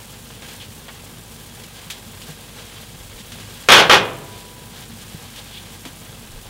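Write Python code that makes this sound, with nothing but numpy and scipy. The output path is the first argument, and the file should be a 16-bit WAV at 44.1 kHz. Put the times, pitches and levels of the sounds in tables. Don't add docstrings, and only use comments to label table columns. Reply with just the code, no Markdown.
import sys
import numpy as np
from scipy import signal
from scipy.fft import rfft, irfft, next_fast_len
from scipy.io import wavfile
from scipy.ndimage import map_coordinates

SR = 44100
rng = np.random.default_rng(int(sys.argv[2]) if len(sys.argv) > 2 else 0)


def wav_record(signal):
    frames = np.transpose(np.atleast_2d(signal))
    bounded = np.clip(frames, -1, 1)
    quanta = np.round(bounded * 32767).astype(np.int16)
    wavfile.write(sys.argv[1], SR, quanta)


N = 286209

# (frequency [Hz], relative level [dB])
SIZZLE_SPECTRUM = [(160, -22), (280, -0.5), (379, -3.5), (472, 0), (588, -4.5), (853, -3), (1460, -8),
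                   (1620, -7.5), (2020, -8), (3350, -5.5), (4170, -8), (5370, -11), (8180, -11),
                   (13800, -15), (15800, -14.5)]
# (frequency [Hz], bandwidth [Hz], gain [dB])
HOOD_MODES = [(489, 84, -11.5), (1607, 74, -5.5), (3200, 420, -16), (3330, 80, -20), (5600, 70, -17),
              (7170, 100, -7.5), (8580, 89, -4)]
# (peak time [s], level [dB],
# length [s], width [octaves])
SPITS_AND_SWELLS = [(0.495, -40.5, 0.1, 2), (0.623, -39.5, 0.046, 0.61), (1.799, -43.5, 0.13, 1.5),
                    (2.297, -40, 0.063, 2.9), (2.681, -45.5, 0.36, 1.2), (2.779, -42, 0.022, 0.45),
                    (3.202, -40, 0.034, 1.2), (3.6, -43.5, 0.56, 1.8), (4.353, -46.5, 0.16, 1),
                    (4.79, -42.5, 0.11, 1.5), (5.022, -42, 0.035, 1.4), (5.4, -45.5, 0.74, 1.7),
                    (5.386, -38.5, 0.02, 0.5), (5.563, -39, 0.06, 0.38)]
# (time [s], level [dB], centre [Hz], width [octaves])
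FAT_POPS = [(.421, -35.5, 1600, 1.7), (0.882, -34, 1490, 1.1), (1.636, -38, 5000, 1.4),
            (1.901, -26.5, 4700, 1.4), (2.2168, -36.5, 4000, 1.2), (2.585, -36, 900, 2.5),
            (3.3187, -35, 3700, 1.2)]
# (time [s], gain [dB], hardness [dB/octave], first flight [s])
PLATE_STRIKES = [(3.687, -1, 1, 0.016), (3.721, -0.5, 5.5, 0.024), (3.896, -1.5, -1.3, 0.015)]
# (frequency [Hz], relative level [dB])
SHELF_SPECTRUM = [(40, -55), (100, -8), (230, -8), (300, -8.5), (420, 1.5), (650, -1.5), (1100, 3),
                  (2100, -1), (3400, 1), (4200, -6.5), (5800, -11), (8000, -21.5), (12000, -25),
                  (15500, -36)]
# (frequency [Hz], T60 [s])
SHELF_DECAY = [(100, 0.85), (400, 0.46), (1000, 0.29), (3000, 0.22), (6000, 0.19), (13000, 0.12)]
# (frequency [Hz], relative level [dB], T60 [s])
SHELF_MODES = [(380, -24, .5), (425, -26, .8), (497, -23, .6), (534, -16, .38), (673, -29, .8),
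               (763, -18, .35), (797, -28, .75), (861, -11, .24), (1109, -22, .45), (1137, -16, .25),
               (1204, -18, .25), (1292, -18, .25), (1436, -18, .25), (1487, -17, .3), (1578, -17, .33),
               (1725, -18, .25), (1881, -18, .27), (2116, -22, .33), (2364, -19, .25), (2477, -12.5, .35),
               (2591, -17, .24), (2896, -18, .22), (3036, -33, .7), (3170, -17, .22), (3247, -17, .22),
               (3332, -16, .27), (3690, -19, .2)]
# (frequency [Hz], T60 [s])
CART_DECAY = [(100, 3), (400, 1.44), (1000, 0.79), (3000, 0.58), (10000, 0.13)]
# (time [s], level [dB], frequency [Hz])
METAL_TICKS = [(3.402, -18, 3200), (5.3613, -17.5, 4000), (5.8526, -14.5, 2300)]
# (frequency [Hz], relative level [dB])
BURNER_SPECTRUM = [(15, -41), (30, -32), (70, -2), (110, 1.5), (155, 1), (205, -3), (235, 2), (275, -15.5),
                   (400, -15), (900, -50)]
# (time [s], level [dB], frequency [Hz], T60 [s])
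STEP_THUDS = [(1.865, -32, 169, 0.12), (2.288, -27.5, 156, 0.11), (3.196, -26, 185, 0.083),
              (3.402, -31, 171, .07), (5.146, -15.5, 160, 0.029), (5.857, -34.5, 260, 0.16)]
# (peak time [s], level [dB])
AIR_PUFFS = [(3.03, -47), (6.33, -40.5)]
# (frequency [Hz], level [dB])
MOTOR_PARTIALS = [(49.7, -51), (99.8, -51.5)]


def sizzle(body_db=-44, spray_db=-45, lid_cutoff_hz=5500):
    wander_db = 0.14 * wobble(2.8)
    through_lid = lambda hz: 1 / np.sqrt(1 + (hz / lid_cutoff_hz) ** 6)
    through_gaps = lambda hz: np.sqrt(1 - through_lid(hz) ** 2)
    body = unit(filtered(bubbles(), lambda hz: hood_colour(hz) * through_lid(hz)))
    body *= amp(body_db + wander_db)
    spray = unit(filtered(bubbles(), lambda hz: hood_colour(hz) * through_gaps(hz)))
    spray *= amp(spray_db + 0.5 * wander_db + 0.5 * wobble(30))
    return under_lid(body + spray) * amp(0.45 * wobble(25))


def bubbles():
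    blur = rng.standard_normal(N)
    soft = amp(-2) * crackle(per_second=160, spread_db=2.0, life_s=0.0034)
    sharp = amp(-7.5) * crackle(per_second=300, spread_db=3.5, life_s=0.0015)
    return unit(blur + soft + sharp)


def crackle(per_second, spread_db, life_s):
    when, size_draw = rng.random((int(per_second * N / SR), 2)).T
    sizes = amp(spread_db * np.minimum(-np.log(1 - size_draw), 4))
    bursts = np.bincount((when * N).astype(int), sizes ** 2, N)
    power = signal.lfilter([1], [1, -np.exp(-1 / (life_s * SR))], bursts)
    return unit(np.sqrt(power) * rng.standard_normal(N))


def hood_colour(hz):
    resonances = sum(amp(db) * 1j * hz * width / (centre ** 2 - hz ** 2 + 1j * hz * width)
                     for centre, width, db in HOOD_MODES)
    return amp(along(SIZZLE_SPECTRUM, hz)) * (1 + resonances)


def under_lid(x, echo_db=-15, t60=0.06):
    t = np.arange(SR // 20) / SR
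    echoes = rng.standard_normal(len(t)) * amp(-60 * t / t60) * (t > 0.002)
    echoes = filtered(echoes / np.linalg.norm(echoes), lambda hz: hz / (hz + 500))
    return x + amp(echo_db) * signal.fftconvolve(x, echoes)[:N]


def hiss(centre_hz, octaves, size):
    return noise(lambda hz: band(hz, centre_hz, octaves) * hood_colour(hz), size)


def spits(centre_hz=3240):
    out, t = np.zeros(N), np.arange(SR) / SR - 0.5
    for s, db, length, octaves in SPITS_AND_SWELLS:
        swell = np.exp(-2 * (t / length) ** 2)
        add(out, s - 0.5, amp(db) * swell * hiss(centre_hz, octaves, len(t)))
    return out * amp(1.2 * wobble(120))


def pops(rattle_t60=0.16, echo_db=-13.5, echo_t60=0.38):
    out, t = np.zeros(N), np.arange(SR // 3) / SR
    for s, db, centre_hz, octaves in FAT_POPS:
        rattle = amp(-60 * t / rattle_t60) * hiss(centre_hz, octaves, len(t))
        echo = amp(echo_db - 60 * t / echo_t60) * hiss(centre_hz=3000, octaves=0.7, size=len(t))
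        add(out, s, amp(db) * (rattle + echo))
    return out


def plate(bounces=5, restitution=0.78, rebound_loss_db=3.5, bounce_loss_db=1):
    out = np.zeros(N)
    for s, db, hardness, first_flight in PLATE_STRIKES:
        add(out, s, amp(db) * contact(hardness, crack_db=-3))
        flights = first_flight * restitution ** np.arange(bounces)
        for k, delay in enumerate(np.cumsum(flights)):
            gain = amp(db - rebound_loss_db - bounce_loss_db * k)
            add(out, s + delay, gain * contact(hardness=1.7, crack_db=-10))
    return out


def contact(hardness, crack_db, crack_t60=0.015):
    t = np.arange(SR) / SR
    colour = lambda hz: amp(along(SHELF_SPECTRUM, hz) + hardness * np.log2(1 + hz / 1500))
    shimmer = amp(-4) * damped(noise(colour, len(t)), SHELF_DECAY)
    cart = amp(-19.5) * damped(noise(colour, len(t)), CART_DECAY)
    crack = amp(crack_db - 60 * t / crack_t60) * noise(colour, len(t))
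    ring = np.zeros(len(t))
    for hz, db, t60 in SHELF_MODES:
        envelope = amp(db + 2 * rng.standard_normal() - 60 * t / t60)
        ring += envelope * np.sin(2 * np.pi * (hz * t + rng.random()))
    return shimmer + cart + crack + amp(-3.5) * ring


def tongs(hz=984, db=-36.5, free_t60=4, settle_s=4.72, settled_t60=0.68):
    out, t = np.zeros(N), np.arange(2 * SR) / SR
    struck_s = PLATE_STRIKES[0][0]
    since_settling = np.maximum(struck_s + t - settle_s, 0)
    fall_db = 60 * t / free_t60 + 60 * since_settling / settled_t60
    add(out, struck_s, amp(db - fall_db) * np.sin(2 * np.pi * hz * t))
    return out


def ticks(decay_cycles=0.47, echo_db=-20.5, echo_t60=0.26):
    out, t = np.zeros(N), np.arange(SR // 3) / SR
    for s, db, hz in METAL_TICKS:
        snap = np.sin(2 * np.pi * hz * t) * np.exp(-hz * t / decay_cycles)
        echo = amp(echo_db - 60 * t / echo_t60) * hiss(hz, octaves=1.8, size=len(t))
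        add(out, s, amp(db) * (snap + echo))
    return out


def burners(flame_db=-44, whistle_db=-62, whistle_hz=10376):
    flames = noise(lambda hz: amp(along(BURNER_SPECTRUM, hz)), N) * amp(flame_db + 1.5 * wobble(5.6))
    whistle = noise(lambda hz: 1 / (1 + ((hz - whistle_hz) / 30) ** 2), N)
    return flames + whistle * amp(whistle_db + 0.7 * wobble(15))


def footsteps(rise_s=0.0034):
    out, t = np.zeros(N), np.arange(SR // 3) / SR
    for s, db, centre_hz, t60 in STEP_THUDS:
        tone = np.sin(2 * np.pi * centre_hz * t)
        rumble = noise(lambda hz: band(hz, centre_hz, octaves=0.51), len(t))
        envelope = amp(db - 60 * t / t60) * (1 - np.exp(-t / rise_s))
        add(out, s, envelope * (tone + 0.5 * rumble))
    return out


def draught(rise_s=0.04, fall_s=0.22, still_air_db=-68):
    t = np.arange(N) / SR
    flow = sum(amp(db) * np.exp(-np.maximum((s - t) / rise_s, (t - s) / fall_s)) for s, db in AIR_PUFFS)
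    return (amp(still_air_db) + flow) * noise(lambda hz: band(hz, centre_hz=30, octaves=0.79), N)


def motor(speed_spread=0.01204):
    warped_time = np.cumsum(1 + speed_spread * wobble(4)) / SR
    return sum(np.sqrt(2) * amp(db + 0.87 * wobble(6.6)) * np.sin(2 * np.pi * hz * warped_time)
               for hz, db in MOTOR_PARTIALS)


def amp(db):
    return 10 ** (np.asarray(db) / 20)


def unit(x):
    return x / np.sqrt(np.mean(x ** 2) + 1e-20)


def along(points, hz):
    frequencies, values = np.transpose(points)
    return np.interp(np.log(hz + 1), np.log(frequencies + 1), values)


def band(hz, centre_hz, octaves):
    return np.exp(-0.5 * (np.log2((hz + 1) / centre_hz) / octaves) ** 2)


def wobble(rate):
    knots = rng.standard_normal(int(N * rate / SR) + 4)
    return map_coordinates(knots, [np.arange(N) * rate / SR])


def filtered(x, response):
    size = next_fast_len(len(x) + SR // 10)
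    return irfft(rfft(x, size) * response(np.fft.rfftfreq(size, 1 / SR)), size)[:len(x)]


def noise(response, size):
    return unit(filtered(rng.standard_normal(size), response))


def damped(x, t60s):
    hz, t, spectra = signal.stft(x, SR, nperseg=256)
    decay = amp(-60 * t / along(t60s, hz)[:, None])
    return signal.istft(spectra * decay, SR, nperseg=256)[1][:len(x)]


def add(track, s, sound):
    start = max(round(s * SR), 0)
    track[start:start + len(sound)] += sound[:len(track) - start]


def scene():
    grill = sizzle() + spits() + pops() + ticks() + burners()
    shelf = plate() + tongs()
    background = footsteps() + draught() + motor()
    return (grill + shelf + background)[None]


def record(dry, knee=10, cutoff_hz=15780):
    clipped = dry[0] / (1 + np.abs(dry[0]) ** knee) ** (1 / knee)
    return filtered(clipped, lambda hz: hz < cutoff_hz)[None]


dry = scene()
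out = record(dry)
wav_record(out)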